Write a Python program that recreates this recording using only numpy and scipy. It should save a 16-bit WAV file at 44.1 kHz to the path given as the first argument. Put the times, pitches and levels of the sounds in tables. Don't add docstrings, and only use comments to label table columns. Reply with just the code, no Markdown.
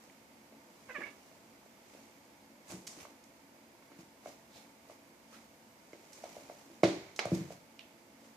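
import sys
import numpy as np
from scipy import signal
from scipy.fft import rfft, irfft
from scipy.io import wavfile
from scipy.ndimage import uniform_filter1d

SR = 44100
rng = np.random.default_rng(int(sys.argv[2]) if len(sys.argv) > 2 else 0)


def put_to_file(sound):
    columns = np.atleast_2d(sound).T
    safe = np.clip(columns, -1, 1)
    whole_steps = np.round(safe * 32767)
    wavfile.write(sys.argv[1], SR, whole_steps.astype(np.int16))


N = 368676

# f/Hz, coherence
COHERENCE = [(30, 0.62), (70, 0.8), (300, 0.96), (700, 0.63), (1300, 0), (2500, 0.053), (14000, 0)]
# f/Hz, relative density/dB
MURMUR_SPECTRUM = [(25, -54), (60, -17), (110, -14), (190, -10.5), (260, -10.5), (420, -16), (500, -8),
                   (850, -16), (1150, -17.5), (2300, -21.5), (3600, -25), (6800, -26), (9500, -29),
                   (14500, -28.5)]
# f/Hz, bandwidth/Hz, gain/dB
MURMUR_PEAKS = [(226.6, 6.2, 11.5), (279, 8.4, 11.5), (338, 19, 6.5), (666, 4.7, 8), (893, 77, 3.5),
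                (2170, 230, -1.5), (4850, 75, -1)]
# t/s at the fastest, level/dB, slowing time constant/s
FUR_STROKES = [(0.04, -62, 0.091), (0.97, -62.5, 0.61), (1.94, -61, 0.21), (2.714, -48, 0.048),
               (2.91, -56.5, 0.12), (3.009, -51, 0.055), (4.0, -58.5, 0.035), (4.28, -54, 0.066),
               (4.57, -57, 0.074), (4.91, -60, 0.052), (5.345, -57.5, 0.088), (6.29, -56, 0.46),
               (7.35, -48.5, 0.086), (7.519, -55, 0.047), (8.25, -63.5, 0.12)]
# f/Hz, relative density/dB
FUR_SPECTRUM = [(30, -16), (100, 0), (300, 4), (900, 2.5), (1600, -5), (2300, -1.5), (3500, -7),
                (6500, -2.5), (9000, -11), (14500, -15)]
# t/s, peak level/dB, f/Hz, bandwidth/Hz, time scale/s, echo gain/dB
SCRATCHES = [(0.098, -53, 2200, 700, 0.0035, -20), (2.679, -49, 6900, 2200, 0.033, -20),
             (2.7, -40.5, 6940, 3000, 0.028, -9), (2.8678, -44, 6500, 4000, 0.0018, -19),
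             (2.87, -36, 6200, 2400, 0.013, -11), (3.002, -48, 2500, 1500, 0.0055, -20),
             (3.004, -51, 6200, 4000, .008, -25), (3.238, -54, 6200, 1700, .005, -16),
             (5.93, -54, 5560, 2000, 0.0039, -25), (6.129, -45, 6200, 2600, .011, -10),
             (6.241, -47, 5500, 2500, 0.0067, -19), (6.831, -36.5, 5540, 3500, 0.021, -8.5),
             (6.846, -37, 3450, 1600, 0.024, -10), (6.868, -38, 4100, 2400, 0.039, -5),
             (7.161, -40.5, 5900, 2200, 0.0074, -11), (7.1924, -30, 5000, 500, 0.0043, -25),
             (7.253, -42, 6760, 3020, 0.008, -15), (7.346, -40, 5800, 2000, .0095, -18),
             (7.792, -40.5, 2800, 1000, 0.0035, -16), (7.805, -49, 2900, 1010, .008, -26)]
# f/Hz, relative level/dB, T60/s
PLANK_MODES = [(114, -26, 0.06), (175.7, -3.5, 0.049), (334, -5, 0.041), (480, -7, 0.019), (592, 1, 0.013),
               (663, -2.5, 0.018), (1165, 0, 0.011), (1480, -1.5, 0.012), (2160, -2.5, 0.053)]
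# t/s, peak level/dB, band centre f/Hz (low for a soft pad)
PAW_STEPS = [(0.523, -49, 460), (0.987, -36.5, 378), (1.3145, -53, 716), (1.661, -51, 740),
             (1.949, -45, 463), (2.765, -49.5, 385), (2.973, -48, 330), (3.052, -42, 750),
             (3.918, -51.5, 280), (3.988, -44, 229), (4.259, -34.5, 756), (4.898, -42.5, 650),
             (5.932, -40, 390), (6.2386, -33, 840), (6.3665, -37.5, 610), (6.498, -36.5, 840),
             (6.699, -47, 390), (7.405, -33.5, 198), (7.505, -36.5, 660)]
# t/s, peak level/dB, lower f/Hz, upper f/Hz, thud level/dB, thud centre f/Hz
BODY_FALLS = [(2.722, -40.5, 240, 1500, -54.5, 113), (2.736, -40.5, 199, 450, -58, 130),
              (6.8339, -10, 380, 690, -31, 98), (7.2548, -25, 485, 970, -37, 129),
              (7.3177, -24.5, 310, 406, -22, 144), (7.3295, -33, 318, 427, -30, 137)]
# t/s, duration/s, first pitch/Hz, last pitch/Hz, level/dB,
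# mouth resonance f/Hz, its bandwidth/Hz, throat gain/dB, roughness (0 is a clear voice)
MEW_SYLLABLES = [(0.885, 0.037, 553, 492, -48, 1720, 1200, -1, 0.29),
                 (0.942, 0.039, 668, 535, -42, 1970, 850, -15, 0.13),
                 (0.971, 0.038, 376, 329, -51.5, 373, 298, -5, 0.4),
                 (1.005, 0.0054, 565, 526, -46.5, 2000, 700, -6, 1),
                 (1.006, 0.027, 533, 602, -46, 1780, 398, -15, 0.5),
                 (1.026, 0.0284, 524, 580, -44, 2260, 200, -20, 0.1),
                 (1.045, 0.046, 601, 550, -54.5, 2600, 2200, 1, 1.23)]
# t/s, peak level/dB, crack gain/dB, lower f/Hz, upper f/Hz
CLACKS = [(1.3145, -60, 0, 400, 1500), (1.6615, -61, 0, 500, 1700), (2.873, -44, 12, 1700, 3400),
          (3.053, -45, -9, 400, 2720), (3.8245, -51, 8, 400, 2400), (3.9175, -48.5, -12, 400, 2600),
          (5.932, -45, 0, 500, 2500), (6.2385, -42, 6, 600, 3480), (6.8345, -19, 4, 454, 3630),
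          (6.839, -23, 9.5, 300, 4580), (7.1914, -20, 7, 282, 4100)]
# f/Hz, relative level/dB, T60/s
CLACK_MODES = [(428, -23, .03), (776, -6, 0.01), (1270, 7, 0.0046), (2150, 5, 0.016), (3560, -4, 0.0041),
               (5070, -3, 0.016)]
# f/Hz, relative density/dB
SCATTER_SPECTRUM = [(40, -45), (150, -18), (280, 5), (700, 8.5), (1200, 3.5), (1700, 2.5), (2200, 7.5),
                    (2900, -1), (4200, 1), (5200, -3), (7000, -5.5), (10000, -47), (14500, -44)]
# t/s at the middle, half duration/s, level/dB, resonance f/Hz
SKIDS = [(2.74, 0.028, -53.5, 240), (4.558, 0.04, -64, 4060), (5.348, 0.023, -58, 1410)]
# delay/s, gain/dB
WALL_REFLECTIONS = [(0.0153, -9), (0.0297, -13)]
# f/Hz, gain/dB
REVERB_SPECTRUM = [(100, -7.5), (180, -7.5), (255, 2), (370, -0.5), (600, -7.5), (1200, -3), (2200, -6),
                   (3600, 3.5), (5500, 1), (12000, 5)]
# f/Hz, T60/s
REVERB_T60 = [(100, 0.73), (300, 0.34), (700, 0.41), (2000, 0.24), (5000, 0.3), (12000, 0.61)]
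# f/Hz, gain/dB, T60/s
STANDING_WAVES = [(114.2, 1, 0.37), (184.7, 6, 0.31), (272, -16, 0.29), (329.7, 0, 0.4), (390, 9.5, 0.55),
                  (491, -2.5, 0.18), (587, 0, 0.48), (698, -4.5, 0.41)]


def from_db(db):
    return 10 ** (np.asarray(db) / 20)


def unit_rms(x):
    return x / np.sqrt(np.mean(x ** 2) + 1e-20)


def unit_peak(x):
    return x / np.sqrt(2 * uniform_filter1d(x ** 2, size=64).max() + 1e-20)


def at_hz(points, hz):
    known_hz, values = np.transpose(points)
    return np.interp(np.log(np.maximum(hz, 1)), np.log(known_hz), values)


def butter(x, hz, kind, order=2):
    sections = signal.butter(order, np.clip(hz, 10, .45 * SR), kind, fs=SR, output="sos")
    return signal.sosfilt(sections, x)


def resonate(x, hz, width_hz):
    r = np.exp(-np.pi * width_hz / SR)
    feedback = [1, -2 * r * np.cos(2 * np.pi * hz / SR), r * r]
    return signal.lfilter(np.array([1, 0, -1]) * (1 - r * r) / 2, feedback, x)


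def add(track, onset_s, sound):
    start = round(onset_s * SR)
    track[..., start:start + sound.shape[-1]] += sound[..., :N - start]


def decay(t, t60):
    return np.exp(-np.log(1000) * t / t60)


def struck_modes(modes, t, spread_db):
    return sum(from_db(db + spread_db * rng.standard_normal())
               * decay(t, t60) * np.sin(2 * np.pi * hz * t) for hz, db, t60 in modes)


def diffuse_noise(spectrum, size):
    hz = np.arange(size // 2 + 1) * SR / (size // 2 * 2)
    mid, side = rfft(rng.standard_normal((2, size)))
    coherence = np.clip(at_hz(COHERENCE, hz), 0, 1)
    ears = np.sqrt((1 + coherence) / 2) * mid + np.sqrt((1 - coherence) / 2) * side * [[1], [-1]]
    return irfft(ears * from_db(at_hz(spectrum, hz)), size)


def room_murmur(level_db=-60):
    noise = diffuse_noise(MURMUR_SPECTRUM, N)
    peaks = sum(from_db(db) * resonate(noise, hz, width_hz) for hz, width_hz, db in MURMUR_PEAKS)
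    return from_db(level_db) * unit_rms(noise + peaks)


def fur(fidget_db=-71, rise_ratio=0.56, grain_db=1.5, grain_hz=120):
    t = np.arange(N) / SR
    power = from_db(fidget_db) ** 2
    for peak_s, db, slowing_s in FUR_STROKES:
        from_peak = np.maximum((peak_s - t) / rise_ratio, t - peak_s) / slowing_s
        power = power + (from_db(db) * np.exp(-np.minimum(from_peak, 20))) ** 2
    grain = unit_rms(butter(rng.standard_normal(N), grain_hz, "low"))
    return np.sqrt(power) * from_db(grain_db * grain) * unit_rms(diffuse_noise(FUR_SPECTRUM, N))


def scratched_surface(force, ring_hz, width_hz, grit_db=-17, lowest_hz=1700, top_ratio=1.7):
    surface = resonate(force, ring_hz, width_hz) + from_db(grit_db) * force
    return butter(butter(surface, lowest_hz, "high"), top_ratio * ring_hz, "low")


def claws(slip_spread_db=7.5):
    out, t = np.zeros(N), np.arange(SR // 10) / SR
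    for onset_s, db, ring_hz, width_hz, scale_s, _ in SCRATCHES:
        slips = rng.standard_normal(len(t)) * from_db(slip_spread_db * rng.standard_normal(len(t)))
        force = slips * np.sqrt(t / scale_s) * np.exp(-2 * (t / scale_s) ** 2)
        add(out, onset_s, from_db(db) * unit_peak(scratched_surface(force, ring_hz, width_hz)))
    return out


def claw_tails(t60=0.41):
    out, t = np.zeros((2, N)), np.arange(SR // 3) / SR
    for onset_s, db, ring_hz, width_hz, scale_s, echo_db in SCRATCHES:
        hiss = unit_rms(scratched_surface(rng.standard_normal((2, len(t))), ring_hz, width_hz))
        envelope = decay(t, t60) * (1 - np.exp(-t / scale_s))
        add(out, onset_s, from_db(db + echo_db) * hiss * envelope)
    return out


def knock(db, low_hz, high_hz, rattle_db=-13, rattle_t60=0.1):
    t = np.arange(SR // 4) / SR
    rattle = from_db(rattle_db) * rng.standard_normal(len(t)) * decay(t, rattle_t60)
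    boards = struck_modes(PLANK_MODES, t, spread_db=-3.9) + rattle
    boards = butter(boards, low_hz, "high", order=3)
    return from_db(db) * unit_peak(butter(boards, high_hz, "low", order=3))


def paws_and_falls(paw_octaves=0.16, thud_octaves=0.46, thud_lag_s=0.0014, lowest_hz=80):
    out = np.zeros(N)
    paw_edge, thud_edge = 2 ** (paw_octaves / 2), 2 ** (thud_octaves / 2)
    for onset_s, db, hz in PAW_STEPS:
        add(out, onset_s, knock(db, hz / paw_edge, hz * paw_edge))
    for onset_s, db, low_hz, high_hz, thud_db, thud_hz in BODY_FALLS:
        add(out, onset_s, knock(db, low_hz, high_hz))
        add(out, onset_s + thud_lag_s, knock(thud_db, thud_hz / thud_edge, thud_hz * thud_edge))
    return butter(out, lowest_hz, "high", order=5)


def wall_echoes(x, low_hz=340, high_hz=950):
    out = np.zeros(N)
    dull = butter(butter(x, low_hz, "high"), high_hz, "low")
    for delay_s, db in WALL_REFLECTIONS:
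        add(out, delay_s, from_db(db) * dull)
    return out


def reverberation(x, build_s=0.0076, near_db=4, near_t60=0.015):
    t = np.arange(SR * 2 // 3) / SR
    edges_hz = np.geomspace(60, 16000, 13)
    noises = [diffuse_noise(REVERB_SPECTRUM, len(t)) for _ in range(2)]
    build_up = 1 - np.exp(-(t / build_s) ** 2)
    response = 0
    for k, (low_hz, high_hz) in enumerate(zip(edges_hz, edges_hz[1:])):
        tail = decay(t, at_hz(REVERB_T60, np.sqrt(low_hz * high_hz)))
        envelope = (tail + from_db(near_db) * decay(t, near_t60)) * build_up
        band = butter(noises[k % 2], [low_hz, high_hz], "band")
        response = response + band * envelope / np.linalg.norm(envelope)
    standing = sum(from_db(db) * resonate(x, hz, np.log(1000) / (np.pi * t60))
                   for hz, db, t60 in STANDING_WAVES)
    return signal.fftconvolve(x[None], response, axes=1)[:, :N] + standing


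def mew(throat_hz=520, throat_width_hz=350, top_hz=2520, bend=0.724, jitter=0.072, rasp=2.5,
        hiss_db=-13, hiss_top_hz=3700):
    out, harmonics = np.zeros(N), np.arange(1, 8)[:, None]
    for onset_s, length_s, first_hz, last_hz, db, mouth_hz, width_hz, throat_db, rough in MEW_SYLLABLES:
        progress = np.linspace(0, 1, round(length_s * SR))
        wobble = unit_rms(butter(rng.standard_normal(len(progress)), 280, "low"))
        pitch_hz = (first_hz + (last_hz - first_hz) * progress ** bend) * (1 + jitter * rough * wobble)
        folds = unit_rms(np.cos(2 * np.pi * harmonics * np.cumsum(pitch_hz) / SR).sum(0))
        turbulence = unit_rms(butter(rng.standard_normal(len(progress)), hiss_top_hz, "low"))
        source = folds + rasp * rough * turbulence
        mouth = resonate(source, mouth_hz, width_hz)
        throat = from_db(throat_db) * resonate(source, throat_hz, throat_width_hz)
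        voice = unit_rms(butter(mouth - throat, top_hz, "low", order=7))
        hiss = from_db(hiss_db) * np.sqrt(rough) * turbulence
        mouth_opening = np.sin(np.pi * progress).clip(0) ** 1.04
        add(out, onset_s, from_db(db) * unit_rms((voice + hiss) * mouth_opening))
    return out


def clacks(crack_t60=0.031):
    out, t = np.zeros(N), np.arange(SR // 10) / SR
    for onset_s, db, crack_db, low_hz, high_hz in CLACKS:
        crack = from_db(crack_db) * butter(rng.standard_normal(len(t)), 420, "high") * decay(t, crack_t60)
        clack = butter(struck_modes(CLACK_MODES, t, spread_db=-5.5) + crack, low_hz, "high")
        add(out, onset_s, from_db(db) * unit_peak(butter(clack, high_hz, "low", order=4)))
    return out


def clack_tails(scatter_db=-18, early_t60=0.24, late_db=-9, late_t60=1.0, build_s=0.0027):
    out, t = np.zeros((2, N)), np.arange(SR // 2) / SR
    build_up = 1 - np.exp(-t / build_s)
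    envelope = (decay(t, early_t60) + from_db(late_db) * decay(t, late_t60)) * build_up
    for onset_s, db, *_ in CLACKS:
        scattered = unit_rms(diffuse_noise(SCATTER_SPECTRUM, len(t)))
        add(out, onset_s, from_db(db + scatter_db) * envelope * scattered)
    return out


def scuffs(relative_width=0.33):
    out, t = np.zeros(N), np.arange(N) / SR
    for middle_s, half_s, db, hz in SKIDS:
        swell = np.exp(-((t - middle_s) / half_s) ** 2)
        friction = unit_rms(resonate(rng.standard_normal(N), hz, relative_width * hz))
        out += from_db(db) * swell * friction
    return out


def scene(shadow_hz=1300, shadow_db=-5, mew_echo_db=0.3):
    thumps = paws_and_falls()
    contacts = thumps + scuffs()
    voice = mew()
    cats = contacts + claws() + clacks() + voice
    bass = butter(cats, shadow_hz, "low", order=1)
    direct = np.array([bass + from_db(shadow_db) * (cats - bass), cats])
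    reverb = reverberation(contacts + from_db(mew_echo_db) * voice)
    echoes = wall_echoes(thumps) + reverb + clack_tails() + claw_tails()
    return direct + echoes + fur() + room_murmur()


def record(dry, port_hz=2000, port_width_hz=1400, right_lift=0.54, left_dip=0.5, cutoff_hz=14700):
    left, right = dry
    coloured = np.array([left - left_dip * resonate(left, port_hz, port_width_hz),
                         right + right_lift * resonate(right, port_hz, port_width_hz)])
    return signal.sosfilt(signal.ellip(10, .3, 70, cutoff_hz, fs=SR, output="sos"), coloured)


dry = scene()
out = record(dry)
put_to_file(out)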